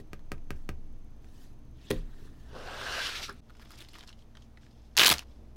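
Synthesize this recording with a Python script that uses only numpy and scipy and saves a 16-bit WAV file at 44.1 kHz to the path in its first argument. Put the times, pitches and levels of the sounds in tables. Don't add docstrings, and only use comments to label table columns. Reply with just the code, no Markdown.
import sys
import numpy as np
from scipy import signal
from scipy.io import wavfile
from scipy.ndimage import uniform_filter1d

SR = 44100
rng = np.random.default_rng(int(sys.argv[2]) if len(sys.argv) > 2 else 0)


def digitize_waveform(pressure):
    field = np.atleast_2d(pressure).T
    bounded = np.clip(field, -1, 1)
    quanta = np.round(bounded * 32767).astype(np.int16)
    wavfile.write(sys.argv[1], SR, quanta)


def how_loud(loudness_db):
    steps = np.asarray(loudness_db, float) / 20
    return 10 ** steps


N = 245195
T = np.arange(N) / SR


def evened(x):
    return x / np.sqrt(np.mean(x ** 2) + 1e-20)


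def read(points, hz):
    f, value = np.transpose(points)
    return np.interp(np.log(hz + 1), np.log(f + 1), value)


def add(mix, s, sound):
    part = mix[round(s * SR):][:len(sound)]
    part += sound[:len(part)]


def resonate(x, hz, width):
    r = np.exp(-np.pi * width / SR)
    return 2 * signal.lfilter([1 - r], [1, -r * np.exp(2j * np.pi * hz / SR)], x).real


def ring(modes, spread_db):
    t = T[:SR // 2]
    out = np.zeros(len(t))
    for hz, db, t60 in modes:
        fall_db = db + spread_db * rng.standard_normal() - 60 * t / t60
        out += how_loud(fall_db) * np.sin(2 * np.pi * hz * t)
    return out


def burst(length, rise=1e-5):
    t = T[:3500]
    return rng.standard_normal(len(t)) * np.exp(-t / length) * (1 - np.exp(-(t + 1 / SR) / rise))


def snap(db, hz, fizz_db, length, width, click=0., rise=1e-5):
    kick = burst(length, rise)
    kick[0] += click
    body = resonate(kick, hz, width) + 0.14 * resonate(kick, 1600, 1100) + 0.16 * resonate(kick, 3500, 1700)
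    top_hz = np.clip(2.4 * hz, 6000, 20000)
    body = signal.lfilter(*signal.butter(2, [600, top_hz], "bandpass", fs=SR), body)
    flash = burst(length, rise)
    flash[0] += click
    spark = resonate(resonate(flash, 11000, 9300), 11000, 9300)
    return how_loud(db) * (body / abs(body).max() + how_loud(fizz_db - 1.5) * spark / abs(spark).max())


def crinkle(db, hz, fizz_db, ms):
    return snap(db + 2.5, hz, fizz_db + 1.0, 0.00091 * ms, 470)


def crinkles(events):
    out = np.zeros(N)
    for s, *event in events:
        add(out, s, crinkle(*event))
    return out


def hollow_knocks(events):
    out = np.zeros(N)
    for s, db, hz, t60 in events:
        add(out, s, np.convolve(ring([(hz, db, t60)], 0), np.hanning(16) / 8))
    return out


def friction(rows, colour, centres_hz, grit_db, patch_db, size, rings=()):
    s, main_db, *others_db = np.transpose(rows)
    t = np.arange(s[0], s[-1], 1 / SR)
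    grit = evened(uniform_filter1d(rng.standard_normal(len(t)), size=40))
    slips = rng.standard_normal(len(t)) * how_loud(grit_db * grit)
    slips = slips + sum(how_loud(db) * resonate(slips, hz, width) for hz, width, db in rings)
    hz, when, z = signal.stft(slips, SR, nperseg=512, noverlap=448)
    patches = uniform_filter1d(rng.standard_normal(z.shape), size[0], axis=0)
    patches = uniform_filter1d(patches, size[1], axis=1)
    z = z * how_loud(read(colour, hz)[:, None] + patch_db * evened(patches))
    out, order = 0, np.argsort(centres_hz)
    centres = np.log(np.array(centres_hz)[order])
    for k, db in enumerate([main_db] + [main_db + other for other in others_db]):
        share = np.interp(np.log(hz + 1), centres, order == k)
        band = signal.istft(z * share[:, None], SR, nperseg=512, noverlap=448)[1][:len(t)]
        out = out + evened(band) * how_loud(np.interp(t, s, db))
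    return s[0], out * signal.windows.tukey(len(t), 0.0073 / (s[-1] - s[0]))


def stroke(curve, grip):
    return [(s, db, *grip) for s, db in curve]


def per_shot(levels_db):
    return how_loud(levels_db)[np.searchsorted([cut[0] for cut in CUTS], T)]


# time_s, turns_made
TURNS = [(.075, 1), (.807, 13), (1.226, 20), (1.712, 28), (3.437, 56.5), (4.284, 70), (4.891, 80),
         (5.308, 87), (5.61, 92)]


def fan_turns():
    return np.interp(T, *np.transpose([(-.535, -9)] + TURNS))


# time_s, sway_db
SWAY = [(0, -47), (.17, -44.5), (.34, -38), (.62, -36.5), (.96, -40), (1.21, -49), (1.52, -45),
        (1.84, -54.5), (2.21, -41.5), (2.38, -50.5), (2.66, -46), (2.97, -56.5), (3.22, -49.5),
        (3.5, -56.5), (4.33, -53.5), (4.63, -60.5), (5.31, -54.5), (5.56, -53)]


def fan_sway(turns):
    once = how_loud(np.interp(T, *np.transpose(SWAY)))
    twice = how_loud(-66.5) * np.sin(4 * np.pi * turns + 0.67)
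    return np.sqrt(2) * (once * np.sin(2 * np.pi * turns + 4.3) + twice)


# pitch_hz, level_db (rms)
HUM = [(59.5, -59.5), (118.8, -66), (228, -70)]


def fan_hum():
    out = np.zeros(N)
    for hz, db in HUM:
        wobble = evened(resonate(rng.standard_normal(N), hz, 2.1))
        out += how_loud(db) * (np.sin(2 * np.pi * hz * T) + 0.55 * wobble)
    return np.sqrt(2) * out


TICK_DB = [-67.5, -76.5, -75]


def fan_ticks(turns):
    ticks = np.diff(np.floor(turns), prepend=0) * how_loud(1.9 * rng.standard_normal(N))
    return per_shot(TICK_DB) * signal.oaconvolve(ticks, np.diff(burst(0.0012)))[:N]


# pitch_hz, width_hz, level_db
WHINE = (6230, 300, -85.5)
WHINE_TRIM_DB = [0.5, -3, -6]


def fan_whine():
    hz, width, db = WHINE
    whine = resonate(resonate(rng.standard_normal(N), hz, width), hz, width)
    return per_shot(db + np.array(WHINE_TRIM_DB)) * evened(whine)


# pitch_hz, level_db (per Hz)
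AIR = [(24, -10.5), (40, -0.5), (186, -15.5), (228, -14.5), (316, -15), (367, -27.5), (438, -28),
       (550, -35), (608, -31.5), (1580, -45), (5440, -52.5), (6330, -54.5), (7180, -58), (15300, -62),
       (16500, -65)]
RUMBLE_DB = [-56, -60.5, -59]


def fan_air():
    hz, t, z = signal.stft(rng.standard_normal(N), SR, nperseg=2048)
    z = z * how_loud(read(AIR, hz))[:, None]
    low = np.interp(hz, [300, 500], [1, 0])[:, None]
    hiss = signal.istft(z * (1 - low), SR, nperseg=2048)[1][:N]
    rumble = signal.istft(z * low, SR, nperseg=2048)[1][:N]
    return how_loud(-68) * evened(hiss) + how_loud(3.0) * per_shot(RUMBLE_DB) * evened(rumble)


def fan():
    turns = fan_turns()
    return fan_sway(turns) + fan_hum() + fan_ticks(turns) + fan_whine() + fan_air()


# pitch_hz, level_db, t60_s
TAP_MODES = [(75, -6.5, 0.19), (131, -9.5, 0.083), (197, -6.5, 0.056), (254, -6, 0.027), (425, -2.5, 0.067),
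             (506, -16, 0.16), (572, -9, 0.0936), (750, -6.5, 0.049), (985, -12.5, 0.02),
             (1280, 0.5, 0.019), (1608, 0, 0.02), (1926, -1, 0.014), (2380, 11, 0.0043),
             (3400, -13, 0.0056), (4300, -2.5, 0.0065)]


def tap(db, desk_db):
    click = 0.11 * resonate(burst(0.005), 4900, 4200)
    click[:40] += 0.83 * np.diff(np.exp(-T[:40] / 0.000058), prepend=0)
    click += how_loud(-22.5) * resonate(resonate(burst(0.015), 1500, 2600), 1800, 2600)
    wall = np.convolve(ring(TAP_MODES[4:], 0.29), np.hanning(6) / 3)[:SR // 2]
    thump = ring(TAP_MODES[2:4], 0.6)
    add(thump, 0.0055, ring(TAP_MODES[:2], 0.67))
    desk = how_loud(desk_db) * np.convolve(thump, -np.hanning(70) / 32)[:SR // 2]
    sound = 0.37 * wall + desk
    add(sound, 0, click)
    return how_loud(db) * sound


# start_s, peak_db, desk_db (share of the thump)
TAPS = [
    (0.1324, -31.5, -5),
    (0.3185, -25.5, -5.5),
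    (0.506, -26.5, -4),
    (0.6911, -26, -2),
    (1.245, -51, -24),
    (5.107, -43, 15),
]


def taps():
    out = np.zeros(N)
    for s, *blow in TAPS:
        add(out, s, tap(*blow))
    return out


# start_s, peak_db, pitch_hz, fizz_db (re ring), length_ms
BOUNCES = [
    (0.193, -53.5, 900, -20, 2),
    (0.193, -64, 3300, -14, 1.5),
    (0.38, -55.5, 2400, -16, 2),
    (0.56, -62, 2500, -22, 2.8),
]


def bounces():
    return crinkles(BOUNCES)


# time_s, brush_db
BRUSH = [
    [(.51, -82), (.555, -81), (.565, -76), (.6, -80), (.67, -88)],
    [(1.2, -98), (1.224, -82), (1.434, -68.5), (1.55, -84)],
    [(1.74, -80), (1.82, -65), (1.89, -60), (1.896, -64), (1.905, -53)],
    [(1.92, -55), (1.946, -56), (2.06, -75.5)],
    [(2.05, -77), (2.16, -73.5), (2.26, -68), (2.318, -77), (2.44, -74), (2.5, -74)],
]
# squeak_db, fizz_db (re brush)
BRUSH_GRIP = [(10.5, 4), (5.5, 2), (-1.5, -11), (1.5, -6), (11.5, -1)]
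# pitch_hz, level_db (per Hz)
BRUSH_COLOUR = [(410, 20), (700, -38), (936, 6.5), (1530, 6.5), (1740, -1), (2100, -10.5), (3160, -9.5),
                (5800, -19), (11200, -29), (15400, -31), (16500, -26)]
# pitch_hz, width_hz, level_db (over the brush)
SQUEAK = [(1780, 140, 13)]


def brushes():
    out = np.zeros(N)
    for curve, grip in zip(BRUSH, BRUSH_GRIP):
        add(out, *friction(stroke(curve, grip), BRUSH_COLOUR, [3800, 1750, 10000], 1.0, 3.3,
                           size=(8, 12), rings=SQUEAK))
    return out


# pitch_hz, level_db, t60_s
SLAP_MODES = [(108.7, -10.5, 0.16), (157.3, -5.5, 0.31), (193, -14, 0.16), (242, -7.5, 0.13),
              (311, -9, 0.16), (463, -26, 0.06), (408, 2, 0.05), (513, -12, 0.12), (536, -27, 0.04),
              (714, -18.5, 0.1), (890, -20, 0.055), (1020, -15, 0.032), (1885, -7.5, 0.023)]


def slap(crack_db, body_db, length):
    boom = ring(SLAP_MODES[2:], 0.13)
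    add(boom, 0.0061, ring(SLAP_MODES[:2], 0.13))
    sound = how_loud(body_db) * np.convolve(boom, -np.hanning(14) / 6)[:SR // 2]
    sound = signal.lfilter(*signal.butter(1, 70, "highpass", fs=SR), sound)
    skin = burst(length)
    crack = 0.16 * resonate(resonate(skin, 8900, 7000), 8900, 7000)
    crack += 1.3 * resonate(skin, 3100, 1400) + 0.99 * resonate(skin, 1800, 490)
    add(sound, 0, how_loud(crack_db) * crack)
    return sound


# start_s, crack_db, body_db, crack_length_s
SLAPS = [(1.9031, -33, -57, 0.0014), (1.9057, -21, -30, 0.00093), (1.9079, -36.5, -23, 0.0012),
         (1.9114, -18, -37, 0.0015), (1.9129, -49, -31, 0.002), (1.9174, -48, -31, 0.002),
         (1.9252, -55, -41.5, 0.002), (1.9367, -55, -37.5, 0.002), (2.531, -72, -45, 0.0025),
         (3.298, -60, -60, 0.0029), (0.0005, -53.5, -45, 0.0083)]


def slaps():
    out = np.zeros(N)
    for s, *blow in SLAPS:
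        add(out, s, slap(*blow))
    return out


# pitch_hz, level_db, t60_s
SWING = [(27.9, -25.5, 0.53)]


def stand_swing():
    out = np.zeros(N)
    add(out, 1.954, -ring(SWING, 0) * np.minimum(T[:SR // 2] / 0.02, 1))
    return out


# time_s, scrape_db (speed), weight_db, hollow_db
DRAG = [
    [(2.44, -79.5, -77, -85), (2.562, -59, -49, -57), (2.69, -54, -47, -48.5), (2.8, -49, -46.5, -44),
     (2.9, -43, -47.5, -42), (3.0, -38, -47, -38), (3.05, -36.5, -49.5, -40), (3.067, -34.5, -50.5, -40.5),
     (3.1, -43, -52, -46)],
    [(3.09, -41.5, -52, -52), (3.146, -45, -52, -46), (3.162, -39.5, -57.5, -42.5), (3.215, -48, -51, -52),
     (3.232, -35.5, -53.5, -52), (3.276, -50.5, -77, -60), (3.29, -55, -53, -50)],
    [(3.29, -52, -48, -40.5), (3.34, -70.5, -76, -69), (3.405, -70, -84, -79)],
]
HOLLOW_SHIFT = [0.99, 0.83, 0.82]
# pitch_hz, width_hz, level_db (over the scrape)
DRAG_RINGS = [(1620, 140, 2.5), (2850, 560, -0.5)]
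# pitch_hz, level_db (per Hz)
DRAG_COLOUR = [(120, -47), (200, -18), (329, -6.5), (451, 2), (829, -3), (892, -2.5), (1580, 2), (2210, -8),
               (2860, -7), (4060, -6), (5600, -9.5), (7200, -17.5), (14800, -28.5), (15600, -33),
               (16500, -65)]


def drag_levels(rows):
    s, *curves = np.transpose(rows)
    t = np.linspace(s[0], s[-1], num=100)
    db, weight_db, hollow_db = (np.interp(t, s, curve) for curve in curves)
    throb_db = 1 * np.cos(2 * np.pi * (t - 2.75) / 0.0625)
    fizz_db = -15.5 - 0.35 * np.maximum(db + 29.5, -18)
    return np.transpose([t, db, weight_db - db, hollow_db + throb_db - db, fizz_db])


def drags():
    out = np.zeros(N)
    for rows, shift in zip(DRAG, HOLLOW_SHIFT):
        rings = [(hz * shift, width, db) for hz, width, db in DRAG_RINGS]
        add(out, *friction(drag_levels(rows), DRAG_COLOUR, [3600, 640, 1620, 9700], 1.47, 1.82,
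                           size=(5, 36), rings=rings))
    return out


# start_s, level_db, pitch_hz, t60_s
GLUGS = [
    (2.967, -34.5, 530, .059),
    (2.981, -31.5, 660, 0.051),
    (3.2897, -41, 1340, .03),
    (3.2919, -31, 1340, 0.019),
    (3.2965, -31.5, 1630, 0.015),
    (3.296, -42, 398, 0.071),
    (3.305, -50, 566, 0.051),
]


def glugs():
    return hollow_knocks(GLUGS)


# start_s, peak_db, pitch_hz, fizz_db, length_ms
DROP = [(3.2895, -42, 3000, -17, 1.1), (3.2956, -37.5, 5060, -8, 0.6), (3.327, -53.5, 9400, -3, 1.3),
        (3.341, -70, 9000, 6, 1), (3.367, -70, 9000, 6, 1), (3.3891, -63, 8250, -3, 1),
        (5.1829, -26.5, 4200, -16, 0.56), (5.1831, -31, 6200, -14, 0.5), (5.192, -32.5, 5400, -12, 1.2),
        (5.1922, -29.5, 2600, -11, 1.6), (5.222, -48, 1090, -23, 7)]


def edge_drop():
    return crinkles(DROP)


# time_s, rustle_db
RUSTLE = [
    [(3.41, -87), (3.61, -64), (3.83, -56.5), (3.88, -67), (3.964, -55.5), (4.11, -71), (4.336, -96),
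     (4.366, -76), (4.59, -100)],
    [(4.59, -82), (4.71, -70), (4.87, -68), (4.9, -79), (4.948, -73)],
    [(5.245, -74), (5.319, -67), (5.56, -94)],
]
# flex_db (low flex), fizz_db (both re rustle)
RUSTLE_GRIP = [(0.5, -9), (-19, -14), (-8, -14)]
# pitch_hz, level_db (per Hz)
RUSTLE_COLOUR = [(240, -16), (400, 8), (475, -28), (521, -10), (1050, -8.5), (4830, -12), (6290, -12.5),
                 (14600, -23), (15700, -41), (16500, -42)]


def rustles():
    out = np.zeros(N)
    for curve, grip in zip(RUSTLE, RUSTLE_GRIP):
        s, film = friction(stroke(curve, grip), RUSTLE_COLOUR, [4200, 1500, 10000], 2.0, 3.7,
                           size=(70, 4), rings=[(3400, 570, 0.98), (5130, 380, 4.1)])
        add(out, s, how_loud(-5.0) * film)
    return out


# start_s, peak_db, pitch_hz, length_ms
CRINKLES = [(3.4965, -52, 1370, 6.4), (3.504, -50, 1300, 3.3), (3.569, -56, 1340, 3.4),
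            (3.611, -56, 1790, 1.2), (3.615, -49, 1190, 12), (3.623, -50, 1880, 5),
            (3.706, -44.5, 1350, 3.5), (3.714, -47.5, 1280, 8.4), (3.7356, -59, 5200, 13),
            (3.775, -53, 2860, 30), (3.7864, -46, 4540, 4.5), (3.8062, -39.5, 3600, 0.64),
            (3.8141, -43, 2690, 4.6), (3.823, -41, 2850, 1.1), (3.8863, -45.5, 4400, 4.9),
            (3.9402, -47, 2940, 13), (3.992, -44, 3830, 2.5), (4.0077, -42.5, 3080, 3.3),
            (4.029, -46, 2600, 2.9), (4.074, -44.5, 4340, 14), (4.0907, -44.5, 2880, 3.7),
            (4.0917, -46, 5200, 2), (4.128, -46, 2960, 3), (4.222, -58, 2990, 4.2), (4.303, -63, 1300, 3),
            (4.3522, -46.5, 1500, 1.6), (4.3555, -59, 3200, 2.5), (4.37, -46, 3040, 2.4),
            (4.372, -48.5, 1200, 3.6), (4.422, -51.5, 3220, 3.4), (4.5728, -49, 1730, 4.3),
            (4.632, -58, 1810, 3.8), (4.665, -53.5, 1680, 3), (4.9527, -51, 1420, 6.9)]
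# start_s, peak_db, pitch_hz, fizz_db (re ring)
FAINT = [(3.4905, -57, 3360, -16), (3.5512, -50, 1140, -22), (3.596, -45, 1010, -20),
         (3.6033, -47, 1010, -14), (3.6297, -51, 1870, -17), (3.6505, -53, 3620, -1),
         (3.699, -55, 1440, -11), (3.719, -42, 4570, -8), (3.725, -51, 1010, -16), (3.7295, -48, 5000, -16),
         (3.7403, -50, 1810, -15), (3.7521, -52, 3680, -12), (3.756, -52, 4220, -16),
         (3.767, -57, 1010, -18), (3.791, -44, 2430, -9), (3.802, -44, 3380, -14), (3.81, -41, 3550, -8),
         (3.826, -55, 1720, -14), (3.847, -45, 2950, -19), (3.8582, -50, 2670, -15),
         (3.8953, -55, 4760, -15), (3.9334, -46, 2650, -3), (3.953, -39, 1270, -16),
         (3.9577, -40, 1310, -16), (3.964, -47, 1230, -10), (3.9792, -54, 1010, -13),
         (3.985, -40.5, 1020, -7), (4.0024, -50, 3950, -16), (4.036, -40.5, 1010, -26),
         (4.069, -54, 4200, -20), (4.0846, -44, 1270, -17), (4.0964, -50, 4390, -18),
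         (4.102, -44, 1380, -18), (4.108, -53, 2330, -21), (4.1157, -54, 4410, -13),
         (4.1909, -52, 3140, -12)]


def folds():
    out = np.zeros(N)
    for s, db, hz, ms in CRINKLES:
        fizz_db = max(-4 - 49 * abs(s - 3.74), -30)
        add(out, s, crinkle(db, hz, fizz_db, ms))
    for s, db, hz, fizz_db in FAINT:
        add(out, s, crinkle(db - 4, hz, fizz_db, 2.4))
    return out


# time_s, brush_db
THUMB = [
    [(4.17, -75), (4.21, -71), (4.25, -83)],
    [(4.39, -75), (4.44, -72.5), (4.47, -79)],
    [(4.61, -71), (4.65, -71), (4.69, -82)],
]
# flex_db (low flex), fizz_db (both re sweep)
THUMB_GRIP = (-19, -13)


def thumb_sweeps():
    out = np.zeros(N)
    for curve in THUMB:
        add(out, *friction(stroke(curve, THUMB_GRIP), RUSTLE_COLOUR, [4200, 1500, 10000], 1.1, 2.0,
                           size=(30, 6)))
    return out


# time_s, tear_db
TEAR = [(4.964, -72.5), (4.975, -36.5), (5.0, -25), (5.07, -31), (5.1, -33.5), (5.115, -34.5),
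        (5.136, -39.5), (5.165, -48), (5.24, -66.5)]
# pitch_hz, level_db (per Hz)
TEAR_COLOUR = [(50, -28), (100, -12), (300, 4), (900, -4), (3000, -6), (5000, -8.5), (9000, -18.5),
               (15500, -22), (16500, -37)]


def tear():
    rows = []
    for s, db in TEAR:
        air_db = -11.5 + 12 * np.exp(-((s - 5.125) / 0.037) ** 2)
        rows.append((s, db, air_db, -10))
    out = np.zeros(N)
    add(out, *friction(rows, TEAR_COLOUR, [3200, 400, 10000], 4.0, 2.3, size=(40, 2)))
    return out


# start_s, peak_db, pitch_hz, spark_db
SNAPS = [(4.9679, -13, 4650, -20), (4.969, -13, 6740, -19), (4.9748, -8.5, 4610, -21),
         (4.9776, -11, 3970, -7), (4.979, -5, 2650, -18), (4.985, -11, 1537, -18.5),
         (4.987, -2.5, 4600, -14), (4.9891, -16, 4430, -28.5), (4.9949, -3, 3760, -17),
         (4.9963, -4.5, 3100, -17), (4.998, -11, 3290, -18.5), (5.0013, -12, 3600, -15),
         (5.001, -10, 3200, -21.5), (5.0044, -5.5, 3050, -15), (5.008, -12.5, 3060, -18),
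         (5.0121, -5.5, 3040, -15.5), (5.014, -12, 3730, -17.5), (5.017, -6, 2640, -14),
         (5.018, -8, 2330, -18.5), (5.02, -10.5, 2480, -18.5), (5.023, -18, 2950, -19),
         (5.031, -14.5, 3230, -24), (5.033, -9, 2410, -17.5), (5.0352, -6.5, 4040, -17.5),
         (5.0359, -9, 2570, -21.5), (5.0394, -11, 2540, -19), (5.0466, -9.5, 4230, -15.5),
         (5.0478, -17, 1607, -22.5), (5.0572, -9.5, 4250, -19.5), (5.0591, -9.5, 2977, -21),
         (5.0624, -5, 4550, -10.5), (5.0643, -15.5, 2650, -18.5), (5.0678, -11, 3080, -17.5),
         (5.0695, -10, 2910, -17.5), (5.072, -9.5, 6070, -14.5), (5.072, -11.5, 4410, -18),
         (5.0778, -16, 3770, -15), (5.08, -10, 3890, -14.5), (5.0816, -17.5, 1100, -19.5),
         (5.091, -9.5, 3400, -12.5), (5.1, -9.5, 3790, -13.5), (5.1029, -13.5, 3115, -25),
         (5.112, -12.5, 2900, -18), (5.1135, -14, 3440, -17), (5.1164, -14, 1854, -21),
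         (5.1196, -14.5, 2670, -22), (5.1204, -13, 1015, -24), (5.1258, -14.5, 3600, -18.5),
         (5.1375, -20.5, 5170, -28.5), (5.1394, -24.5, 2510, -32)]


def teeth():
    out = np.zeros(N)
    for s, db, hz, spark_db in SNAPS:
        smear = np.clip((s - 5.015) / 0.1, 0, 1)
        fizz_db = spark_db + 6 - 3 * smear - db
        length = 0.00032 + 0.0013 * smear
        click = 4.5 - 3.5 * np.sqrt(smear)
        add(out, s, snap(db, hz, fizz_db, length, 800, click=click, rise=1e-5 + 0.0005 * smear))
    return out


# start_s, level_db, pitch_hz, t60_s
POPS = [
    (5.094, -25.5, 930, .03),
    (5.112, -24.5, 900, .035),
    (5.116, -27.5, 720, .03),
    (5.108, -30.5, 265, 0.072),
    (5.179, -45, 1000, .03),
]


def pops():
    return hollow_knocks(POPS)


# time_s, scuff_db
TRAY = [(5.245, -73), (5.3, -67), (5.33, -70), (5.42, -63.5), (5.56, -71)]


def tray():
    out = np.zeros(N)
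    add(out, *friction(stroke(TRAY, [-22]), TEAR_COLOUR, [520, 1100], 1.2, 2.1, size=(3, 20)))
    return out


# pitch_hz, t60_s
ROOM = [(100, 0.32), (1000, 0.17), (4000, 0.12), (12000, 0.11)]


def room(x):
    out, at = 0, np.arange(120, SR // 2 - 20, 20)
    for k in range(3):
        echoes = np.zeros(SR // 2)
        echoes[at + rng.integers(0, 20, len(at))] = rng.choice([-1., 1.], len(at))
        hz, t, z = signal.stft(echoes, SR, nperseg=256)
        tail = signal.istft(z * how_loud(-60 * t / read(ROOM, hz)[:, None]), SR, nperseg=256)[1]
        turn = np.sqrt((1 + np.cos(2 * np.pi * (T / .56 - k / 3))) / 3)
        out = out + signal.oaconvolve(x * turn, tail / np.linalg.norm(tail))[:N]
    return out * (T < CUTS[1][0])


def scene():
    bottle_hits = taps() + bounces() + slaps() + glugs() + edge_drop()
    bag_hits = folds() + teeth() + pops()
    hits = bottle_hits + bag_hits
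    bottle_rubs = brushes() + stand_swing() + drags()
    bag_rubs = rustles() + thumb_sweeps() + tear() + tray()
    return (hits + how_loud(-12.5) * room(hits) + bottle_rubs + bag_rubs + fan())[None]


def band_limit(x):
    return signal.sosfilt(signal.butter(12, 16660, fs=SR, output="sos"), x)


# time_s, fade_in_s, dip_db
CUTS = [
    (3.407, 0.0099, -21),
    (5.241, 0.0044, 2),
]


def record(dry):
    dip_db = sum(db * np.exp(-abs(T - s) / np.where(T < s, .0008, fade)) for s, fade, db in CUTS)
    limit = 0.8
    loud = limit * np.tanh(dry / limit) * how_loud(dip_db)
    edge = signal.firwin(255, 16000, window=("kaiser", 7), fs=SR)
    return band_limit(signal.oaconvolve(loud, edge[None], "same"))


dry = scene()
out = record(dry)
digitize_waveform(out)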